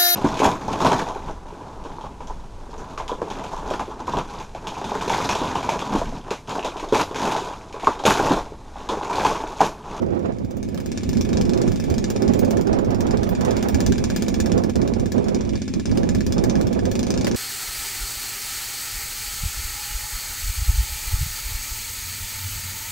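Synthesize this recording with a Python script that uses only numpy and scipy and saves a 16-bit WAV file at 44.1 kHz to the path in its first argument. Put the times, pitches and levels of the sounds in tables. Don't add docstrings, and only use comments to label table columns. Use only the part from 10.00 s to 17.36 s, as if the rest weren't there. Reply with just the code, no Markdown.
import sys
import numpy as np
from scipy import signal
from scipy.fft import rfft, irfft
from scipy.io import wavfile
from scipy.ndimage import uniform_filter1d

SR = 44100
rng = np.random.default_rng(int(sys.argv[2]) if len(sys.argv) > 2 else 0)


def generate_wav(sig):
    pcm = np.round(np.clip(np.atleast_2d(sig).T, -1, 1) * 32767).astype(np.int16)
    wavfile.write(sys.argv[1], SR, pcm)


N = 324576
TIME = np.arange(N) / SR
BINS = np.fft.rfftfreq(N, 1 / SR)
FIRST_FIRING_S = 0.0224

# time in seconds, speed in turns per second.
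CRANK_SPEED = [(0.0, 48.23), (0.15, 45.48), (0.78, 52.77), (1.44, 48.72), (2.13, 50.01), (2.37, 54.38),
               (2.49, 47.76), (2.7, 51.76), (3.12, 48.02), (3.21, 50.61), (3.99, 50.87), (4.05, 48.87),
               (4.41, 51.19), (5.55, 47.41), (5.67, 50.78), (6.63, 52.21), (6.75, 47.09), (7.35, 61.11)]
SECOND_TURN_SPELLS = [(0, .17), (1.07, 1.6), (1.66, 1.82), (1.88, 1.96), (2.55, 2.59), (2.89, 2.93),
                      (3.05, 3.09), (3.39, 3.43), (5.22, 5.26), (5.39, 5.47), (6.89, 7.4)]
# time in seconds, relative strength in dB.
BURN_STRENGTH = [(0, -53), (.4, -49), (.78, -42), (.95, -35), (1.45, -34.5), (1.82, -36), (2.05, -33),
                 (2.7, -37), (2.87, -40.5), (3.02, -36), (3.33, -35.5), (3.8, -28.5), (4.4, -30),
                 (4.7, -35), (5.4, -36.5), (5.7, -35.5), (6.45, -31.5), (6.75, -35), (7.12, -30.5),
                 (7.35, -32)]
# time in seconds,
# strength over BURN_STRENGTH in dB, ringing pitch in Hz, extra sizzle in dB.
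CLANGING_FIRINGS = [(.022, 4, 6000, 11), (.629, 4, 6300, -3), (.976, 2.5, 5620, -12), (1.211, 4.5, 5470, 0),
                    (1.331, 2.5, 3780, -7), (1.372, 4.5, 5280, -15), (1.413, 4, 5150, 4),
                    (1.617, 4, 5540, -4), (1.982, 2.5, 6600, -4), (2.042, 2.5, 6890, -9),
                    (2.102, 2, 7240, 12), (2.22, 0.5, 5030, 10), (2.337, 2.5, 7350, 15),
                    (2.392, 2, 6450, 28), (2.509, 3, 7200, 12), (2.73, 2.5, 5270, -11),
                    (3.007, 3.5, 5900, 0), (3.292, -2, 3450, 23), (3.687, 0, 5540, 14),
                    (3.805, 0.5, 7200, 3), (3.863, 2.5, 6000, 0), (3.921, 0, 7200, -2),
                    (4.102, -0.5, 5210, -1), (4.283, 1.5, 6900, 1), (4.402, 3, 6920, 0),
                    (5.12, 3.5, 6890, 4), (5.347, 4, 5130, 1), (5.679, 1.5, 5200, 1),
                    (5.857, 2.5, 6070, -2), (5.974, 3, 5030, 3), (6.091, 2.5, 7000, -2),
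                    (6.324, 3, 5250, 1), (6.382, 0.5, 5200, -9), (6.498, 3.5, 6010, -12),
                    (7.105, 3, 6010, 1)]
WEAK_CHARGES = [1.251, 3.982, 5.182, 5.243, 5.451]
# time in seconds, relative level in dB.
CRACK_SIZZLE = [(0, -7), (.7, 4), (1.4, -5), (1.9, 1), (2.35, -13), (2.65, 2), (3.3, -3), (3.9, -2),
                (4.4, -1), (4.7, -2), (5.6, -14), (6.55, 0), (7.35, -10)]
# frequency in Hz, relative spectrum level in dB.
CRACK_COLOUR = [(150, 6), (400, 13.5), (700, -1.5), (1200, -2.5), (2000, -8.5), (3000, -6), (4500, -0.5),
                (5300, 0.5), (7100, -0.5), (8000, -11), (10500, -15.5), (12500, -17), (15200, -10),
                (16200, -25)]
# frequency in Hz, width in Hz, nominal boost in dB.
METAL_MODES = [(1714, 110, 9), (2310, 530, 9), (3415, 44, 8.5), (3650, 48, 8), (5215, 81, 6.5),
               (7090, 500, 4), (8940, 570, 6)]
# nominal frequency in Hz,
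# level against the firing in dB, decay in seconds.
KNOCK_MODES = [(1690, -6.5, 0.0044), (2290, -11.5, 0.003), (5190, -8.5, 0.0055)]
# frequency in Hz, left minus right in dB, likeness from -1 to 1.
ENGINE_AT_PORTS = [(500, 1, -0.23), (1250, 4, 1), (1720, 7.5, 1), (2340, 0.5, 1), (3280, -5, 0.038),
                   (4130, 1, 0.47), (5900, -0.5, 0.88), (6760, 1.5, -0.25), (9130, 11, 0.2),
                   (10600, -2, 0.73), (12700, 8, 0.5), (15100, -0.5, 1)]
# time in seconds, relative level in dB.
HISS_OVER_TIME = [(0, -58.5), (.55, -58), (1.0, -48.5), (2.4, -48), (2.8, -57), (3.4, -49), (4.2, -45),
                  (4.65, -53.5), (5.7, -49.5), (6.75, -50.5), (7.35, -46)]
# frequency in Hz, relative spectrum level in dB.
HISS_COLOUR = [(600, 2), (1500, -7.5), (2400, 0.5), (3200, -0.5), (5200, -3), (7000, -2.5), (8200, -12),
               (11000, -18.5), (16200, -51)]
# start in seconds, relative level in dB.
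CLOSE_TICKS = [(0.776, -32), (7.2687, -20)]
# time in seconds, relative level in dB.
BUFFET_OVER_TIME = [(0, -27.5), (.3, -32.5), (.38, -38.5), (1.08, -42), (1.38, -30), (1.6, -27),
                    (1.78, -37), (2.14, -35.5), (2.27, -26.5), (2.75, -28), (3.2, -33.5), (3.7, -35),
                    (4.1, -37), (4.36, -35.5), (4.5, -31), (4.9, -29), (5.1, -36), (5.35, -31),
                    (5.66, -51.5), (6.0, -29), (6.22, -39), (6.5, -27.5), (6.85, -34), (7.35, -32)]
# time in seconds, bright flutter's share in dB.
TEARING_OVER_TIME = [(0, -15.5), (.27, -9), (.31, -13), (2.4, -12.5), (3.2, -5), (3.5, -1), (3.9, -7.5),
                     (4.8, -13), (7.35, -11)]
# time in seconds, relative level in dB.
PRESSURE_OVER_TIME = [(0, -32), (.8, -31), (1.3, -23.5), (2.05, -26.5), (2.3, -25), (3.3, -23), (3.6, -26),
                      (4.0, -20.5), (4.2, -25), (5.0, -26), (5.68, -30.5), (5.95, -21), (6.5, -22),
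                      (6.72, -25.5), (7.35, -24.5)]
# centre in seconds,
# extra buffeting in dB, extra deep pressure in dB.
LARGE_EDDIES = [(1.181, 3.5, 7.5), (1.44, -3.5, 7), (1.69, 1, 8), (1.907, 12, 4.5), (3.76, -0.5, 7.5),
                (3.89, 1, 5), (4.43, 1, 7.5), (4.547, 6, 6), (4.67, 2.5, -4), (5.169, 9, -9),
                (5.538, 6.5, 10), (5.78, 5, 4.5), (7.11, 4, -2), (7.26, 5.5, -8)]
# centre in seconds, change of buffeting in dB.
WIND_LULLS = [(2.638, -9.5), (3.36, -7), (4.734, -15.5), (5.11, -4.5), (5.84, -20), (6.22, -1)]
# frequency in Hz, relative spectrum level in dB.
RUMBLE_COLOUR = [(15, -6), (35, -10.5), (70, -1.5), (130, -3), (220, -2.5), (400, -12.5), (900, -65)]
# frequency in Hz, relative spectrum level in dB.
BUFFET_COLOUR = [(30, -18), (120, -1), (230, 3), (360, 1.5), (520, -3), (700, -11), (1000, -21),
                 (1500, -29.5), (2500, -39.5), (5000, -50), (12000, -83)]
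# frequency in Hz, left-right likeness from -1 to 1.
WIND_LIKENESS = [(60, 0.14), (130, -0.24), (290, -0.59), (640, -0.83), (1400, -0.67), (4000, -0.16)]


def firings(spread_db=1.0, soft_db=0.56, ring_spread_db=3, detune=0.0485, sizzle_spread_db=4.0,
            plain_ring_db=7, clang_ring_db=13, weak_db=-4.5):
    s, turns, rows = FIRST_FIRING_S, 0, []
    clangs = np.array(CLANGING_FIRINGS)
    while s < N / SR:
        burn, ring, pitch, sizzle = np.clip(rng.standard_normal(4), -2, 2)
        strength_db = value_at(s, BURN_STRENGTH) + soft_db + spread_db * burn
        ring_hz = rng.choice(clangs[:, 2]) * (1 + detune * pitch)
        ring_db = plain_ring_db + ring_spread_db * ring
        rows.append((s, strength_db, turns, ring_hz, ring_db, sizzle_spread_db * sizzle))
        wait = 2 if any(start <= s < end for start, end in SECOND_TURN_SPELLS) else 3
        s, turns = s + wait / value_at(s, CRANK_SPEED), turns + wait
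    fired = np.array(rows)
    for near in WEAK_CHARGES:
        fired[abs(fired[:, 0] - near).argmin(), 1] += weak_db
    for near, extra_db, ring_hz, sizzle_db in clangs:
        k = abs(fired[:, 0] - near).argmin()
        s, _, turns = rows[k][:3]
        fired[k] = s, value_at(s, BURN_STRENGTH) + extra_db, turns, ring_hz, clang_ring_db, sizzle_db
    return fired


def cracks(fired, level_db=5.5, rise_s=.0007, crack_s=0.0004, rush=0.67, rush_s=0.0063, rush_top_db=-4,
           tail=0.034, tail_s=0.051, alike=0.28, ring_spread=0.095, even=1.0, ring_db=-22, ring_s=0.0078):
    lead, out = 5 * rise_s, np.zeros((2, N))
    t = np.arange(SR // 10) / SR - lead
    after, (sizzle_db,) = np.maximum(t, 0), curves(CRACK_SIZZLE)
    onset = np.exp(np.minimum(t, 0) / rise_s)
    snap = onset * np.exp(-after / crack_s)
    flow = onset * (rush * np.exp(-after / rush_s) + tail * np.exp(-after / tail_s))
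    answer = engine_noise(len(t))
    usual_db = uniform_filter1d(fired[:, 1], size=7)
    for (s, db, _, ring_hz, clang_db, extra_db), usual in zip(fired, usual_db):
        ringing = 1 + ring_spread * rng.standard_normal(len(METAL_MODES))
        gas = np.sqrt(alike) * answer + np.sqrt(1 - alike) * engine_noise(len(t))
        top_db = np.interp(s, TIME, sizzle_db) + extra_db
        bark_db = even * (usual - db)
        burst = through_metal(gas * snap, CRACK_COLOUR, ringing, top_db, bark_db)
        burst += through_metal(gas * flow, CRACK_COLOUR, ringing, top_db + rush_top_db, bark_db)
        ping = onset * np.exp(-after / ring_s) * np.sin(2 * np.pi * ring_hz * t)
        burst[:, :len(t)] += ping * gain_of(ring_db + clang_db)
        add(out, s - lead - rise_s / 2, gain_of(db + level_db) * burst)
    return out


def exhaust_push(strength_db, follow=0.57):
    return follow * (strength_db - np.transpose(BURN_STRENGTH)[1].max())


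def thumps(fired, thump_db=-12.5, thump_hz=190, snap_hz=190, sag_s=0.0026, thump_s=0.0046,
           rise_s=0.00084, lead_s=0.002314):
    t, out = np.arange(SR // 20) / SR, np.zeros(N)
    cycles = np.cumsum(thump_hz + snap_hz * np.exp(-t / sag_s)) / SR
    thump = np.sin(2 * np.pi * cycles) * np.exp(-t / thump_s) * (1 - np.exp(-t / rise_s))
    for s, db in fired[:, :2]:
        add(out, s - lead_s, gain_of(thump_db + exhaust_push(db)) * thump)
    return lean_left(out)


def unfired_puffs(fired, puff_db=-21.5, puff_hz=235, puff_s=0.0042, late_s=.0013, weaker_db=-3.5,
                  uneven_db=1.5, detune=0.065):
    t, out = np.arange(SR // 20) / SR, np.zeros(N)
    swell = t / puff_s * np.exp(1 - t / puff_s)
    waits = np.diff(fired[:, 2], append=fired[-1, 2] + 2)
    for (s, db, *_), wait in zip(fired, waits):
        turn_s = 1 / value_at(s, CRANK_SPEED)
        for k in range(round(wait) - 1):
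            strength, pitch = rng.standard_normal(2)
            puff = -swell * np.sin(2 * np.pi * puff_hz * (1 + detune * pitch) * t)
            level_db = puff_db + exhaust_push(db) + k * weaker_db + uneven_db * strength
            add(out, s + (k + 1) * turn_s + late_s, gain_of(level_db) * puff)
    return lean_left(out)


def knocks(fired, lead_s=0.002001, rise_s=0.00014, spread_db=3, detune=0.026, hurried_db=-5):
    t, out = np.arange(SR // 20) / SR, np.zeros((2, N))
    hz, mode_db, decay_s = np.transpose(KNOCK_MODES)[:, :, None]
    port_hz, side_db, _ = np.transpose(ENGINE_AT_PORTS)
    sides = gain_of(np.interp(hz[:, 0], port_hz, side_db) * np.array([[.5], [-.5]]))
    hurried = np.diff(fired[:, 2], prepend=0) <= 2
    knock_db = uniform_filter1d(fired[:, 1], size=5) + hurried_db * hurried
    for s, db in zip(fired[:, 0], knock_db):
        strength, pitch = rng.standard_normal((2, len(KNOCK_MODES), 1))
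        tones = np.sin(2 * np.pi * hz * (1 + detune * pitch) * t)
        modes = gain_of(db + mode_db + spread_db * strength) * np.exp(-t / decay_s) * tones
        add(out, s - lead_s, sides @ modes * (1 - np.exp(-t / rise_s)))
    return out


def propeller_hum(fired, prop_db=-44):
    return lean_left(gain_of(prop_db) * evened(np.sin(4 * np.pi * crank_turns(fired))))


def rattle(fired, level_db=-2.5, beat_db=1.5, grain_db=0.0, clatter_db=-4, clatter_per_s=110,
           clatter_s=0.0038, clatter_spread_db=6):
    (hiss_db,) = curves(HISS_OVER_TIME)
    beat = gain_of(beat_db * np.cos(2 * np.pi * crank_turns(fired)) + grain_db * wander(190))
    hiss = evened(through_metal(engine_noise(N) * beat, HISS_COLOUR))
    hits = rng.random(N) < clatter_per_s / SR
    force = hits * gain_of(clatter_spread_db * np.minimum(rng.exponential(1, N), 2))
    dying = signal.lfilter([1], [1, -np.exp(-1 / (clatter_s * SR))], force)
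    clatter = evened(through_metal(engine_noise(N) * dying * beat, HISS_COLOUR))
    return gain_of(hiss_db) * (gain_of(level_db) * hiss + gain_of(clatter_db) * clatter)


def ticks(decay_s=0.0055):
    t, force = np.arange(SR // 50) / SR, np.zeros(N)
    for s, db in CLOSE_TICKS:
        add(force, s, gain_of(db) * np.exp(-t / decay_s))
    # frequency in Hz, relative spectrum level in dB.
    snap = [(300, 10.0), (2500, 9.5), (7000, 0), (15000, -8)]
    return colour(rng.standard_normal((2, N)) * force, lambda hz: read(snap, hz))


def wind(rumble_db=1, buffet_db=9.5, gustiness_db=1.1, gust_hz=10, eddy_s=0.036, lull_s=0.019, lump_db=2.4,
         flutter_db=1.5, tear_swing_db=3.0, tear_growth=0.044, left_rumble_db=-6, left_buffet_db=-10):
    (low_db,), (gust_db,) = curves(PRESSURE_OVER_TIME), curves(BUFFET_OVER_TIME)
    (tear_db,) = curves(TEARING_OVER_TIME)
    for s, push_db, deep_db in LARGE_EDDIES:
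        passing = np.exp(-((TIME - s) / eddy_s) ** 2)
        gust_db, low_db = gust_db + push_db * passing, low_db + deep_db * passing
    for s, drop_db in WIND_LULLS:
        lull_db = drop_db * np.exp(-((TIME - s) / lull_s) ** 2)
        gust_db, low_db = gust_db + lull_db, low_db + .5 * lull_db
    gust_db = gust_db + gustiness_db * wander(gust_hz)
    same, eddies = read(WIND_LIKENESS, BINS), wander(46)
    left = np.array([[1], [0]])
    rumble = evened(irfft(pair(same) * gain_of(read(RUMBLE_COLOUR, BINS)), N))
    air = pair(same) * gain_of(read(BUFFET_COLOUR, BINS))
    bright = 1 / (1 + (650 / (BINS + 1)) ** 4)
    body = evened(irfft(air * (1 - bright), N))
    tear = evened(irfft(air * bright, N))
    tearing = gain_of(tear_db + tear_growth * (gust_db - gust_db.mean()))
    tearing = tearing * evened(gain_of(tear_swing_db * eddies))
    buffet = body * evened(gain_of(flutter_db * eddies)) + tear * tearing
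    rumble_level_db = low_db + rumble_db + lump_db * wander(27) + left_rumble_db * left
    return rumble * gain_of(rumble_level_db) + buffet * gain_of(gust_db + buffet_db + left_buffet_db * left)


def engine_noise(size):
    hz = np.fft.rfftfreq(size, 1 / SR)
    f, side_db, same = np.transpose(ENGINE_AT_PORTS)
    sides = gain_of(np.interp(hz, f, side_db) * [[.5], [-.5]])
    return irfft(pair(np.interp(hz, f, same), size) * sides, size)


def through_metal(x, spectrum, ringing=1, sizzle_db=0, bark_db=0):
    hz, width, boost_db = np.transpose(METAL_MODES)

    def body(f):
        modes = (ringing * boost_db / (1 + (2 * (f[:, None] - hz) / width) ** 2)).sum(1)
        bark = bark_db / (1 + (f / 3500) ** 4)
        sizzle = sizzle_db / (1 + (10000 / (f + 1)) ** 6)
        return read(spectrum, f) + modes + bark + sizzle
    return colour(x, body)


def crank_turns(fired):
    s, _, turns, *_ = fired.T
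    outside_s = TIME - np.clip(TIME, s[0], s[-1])
    return np.interp(TIME, s, turns) + outside_s * curves(CRANK_SPEED)[0]


def lean_left(x, side_db=3.5):
    return x * gain_of(side_db * np.array([[.5], [-.5]]))


def colour(x, db_at, size=2048):
    log_gain = np.log(gain_of(db_at(abs(np.fft.fftfreq(size, 1 / SR)))))
    taps = np.fft.ifft(np.exp(np.conj(signal.hilbert(log_gain)))).real[:size // 2]
    return signal.oaconvolve(x, taps[None] / np.linalg.norm(taps), axes=1)[:, :N]


def pair(same, size=N):
    a, b = rfft(rng.standard_normal((2, size)))
    same = np.clip(same, -.99, .99)
    return np.array([a, same * a + np.sqrt(1 - same ** 2) * b])


def wander(hz, size=N):
    smooth = 1 / (1 + (np.fft.rfftfreq(size, 1 / SR) / hz) ** 4)
    return evened(irfft(rfft(rng.standard_normal(size)) * smooth, size))


def gain_of(db):
    return 10 ** (np.asarray(db) / 20)


def evened(x):
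    return x / np.sqrt(np.mean(x ** 2) + 1e-20)


def read(points, hz):
    f, value = np.transpose(points)
    return np.interp(np.log(hz + 1), np.log(f), value)


def value_at(s, rows):
    return np.interp(s, *np.transpose(rows))


def curves(rows):
    s, *columns = np.transpose(rows)
    return [np.interp(TIME, s, c) for c in columns]


def add(mix, s, sound):
    part = mix[..., max(round(s * SR), 0):][..., :sound.shape[-1]]
    part += sound[..., :part.shape[-1]]


def scene():
    fired = firings()
    engine = cracks(fired) + thumps(fired) + unfired_puffs(fired) + knocks(fired)
    engine = engine + propeller_hum(fired) + rattle(fired)
    return engine + ticks() + wind()


def record(dry, feedback=0.6, notch_hz=149.85, edge_hz=16500):
    delay = np.exp(-2j * np.pi * BINS / notch_hz)
    comb = irfft(1 - (1 - feedback) * delay / (1 - feedback * delay), N)[:SR // 8]
    started = dry * np.minimum(TIME / 0.003, 1)
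    hollow = signal.oaconvolve(started, comb[None], axes=1)[:, :N]
    limit = signal.firwin(301, edge_hz, window=("kaiser", 9), fs=SR)
    return signal.oaconvolve(hollow, limit[None], "same")


dry = scene()
out = record(dry)
generate_wav(out)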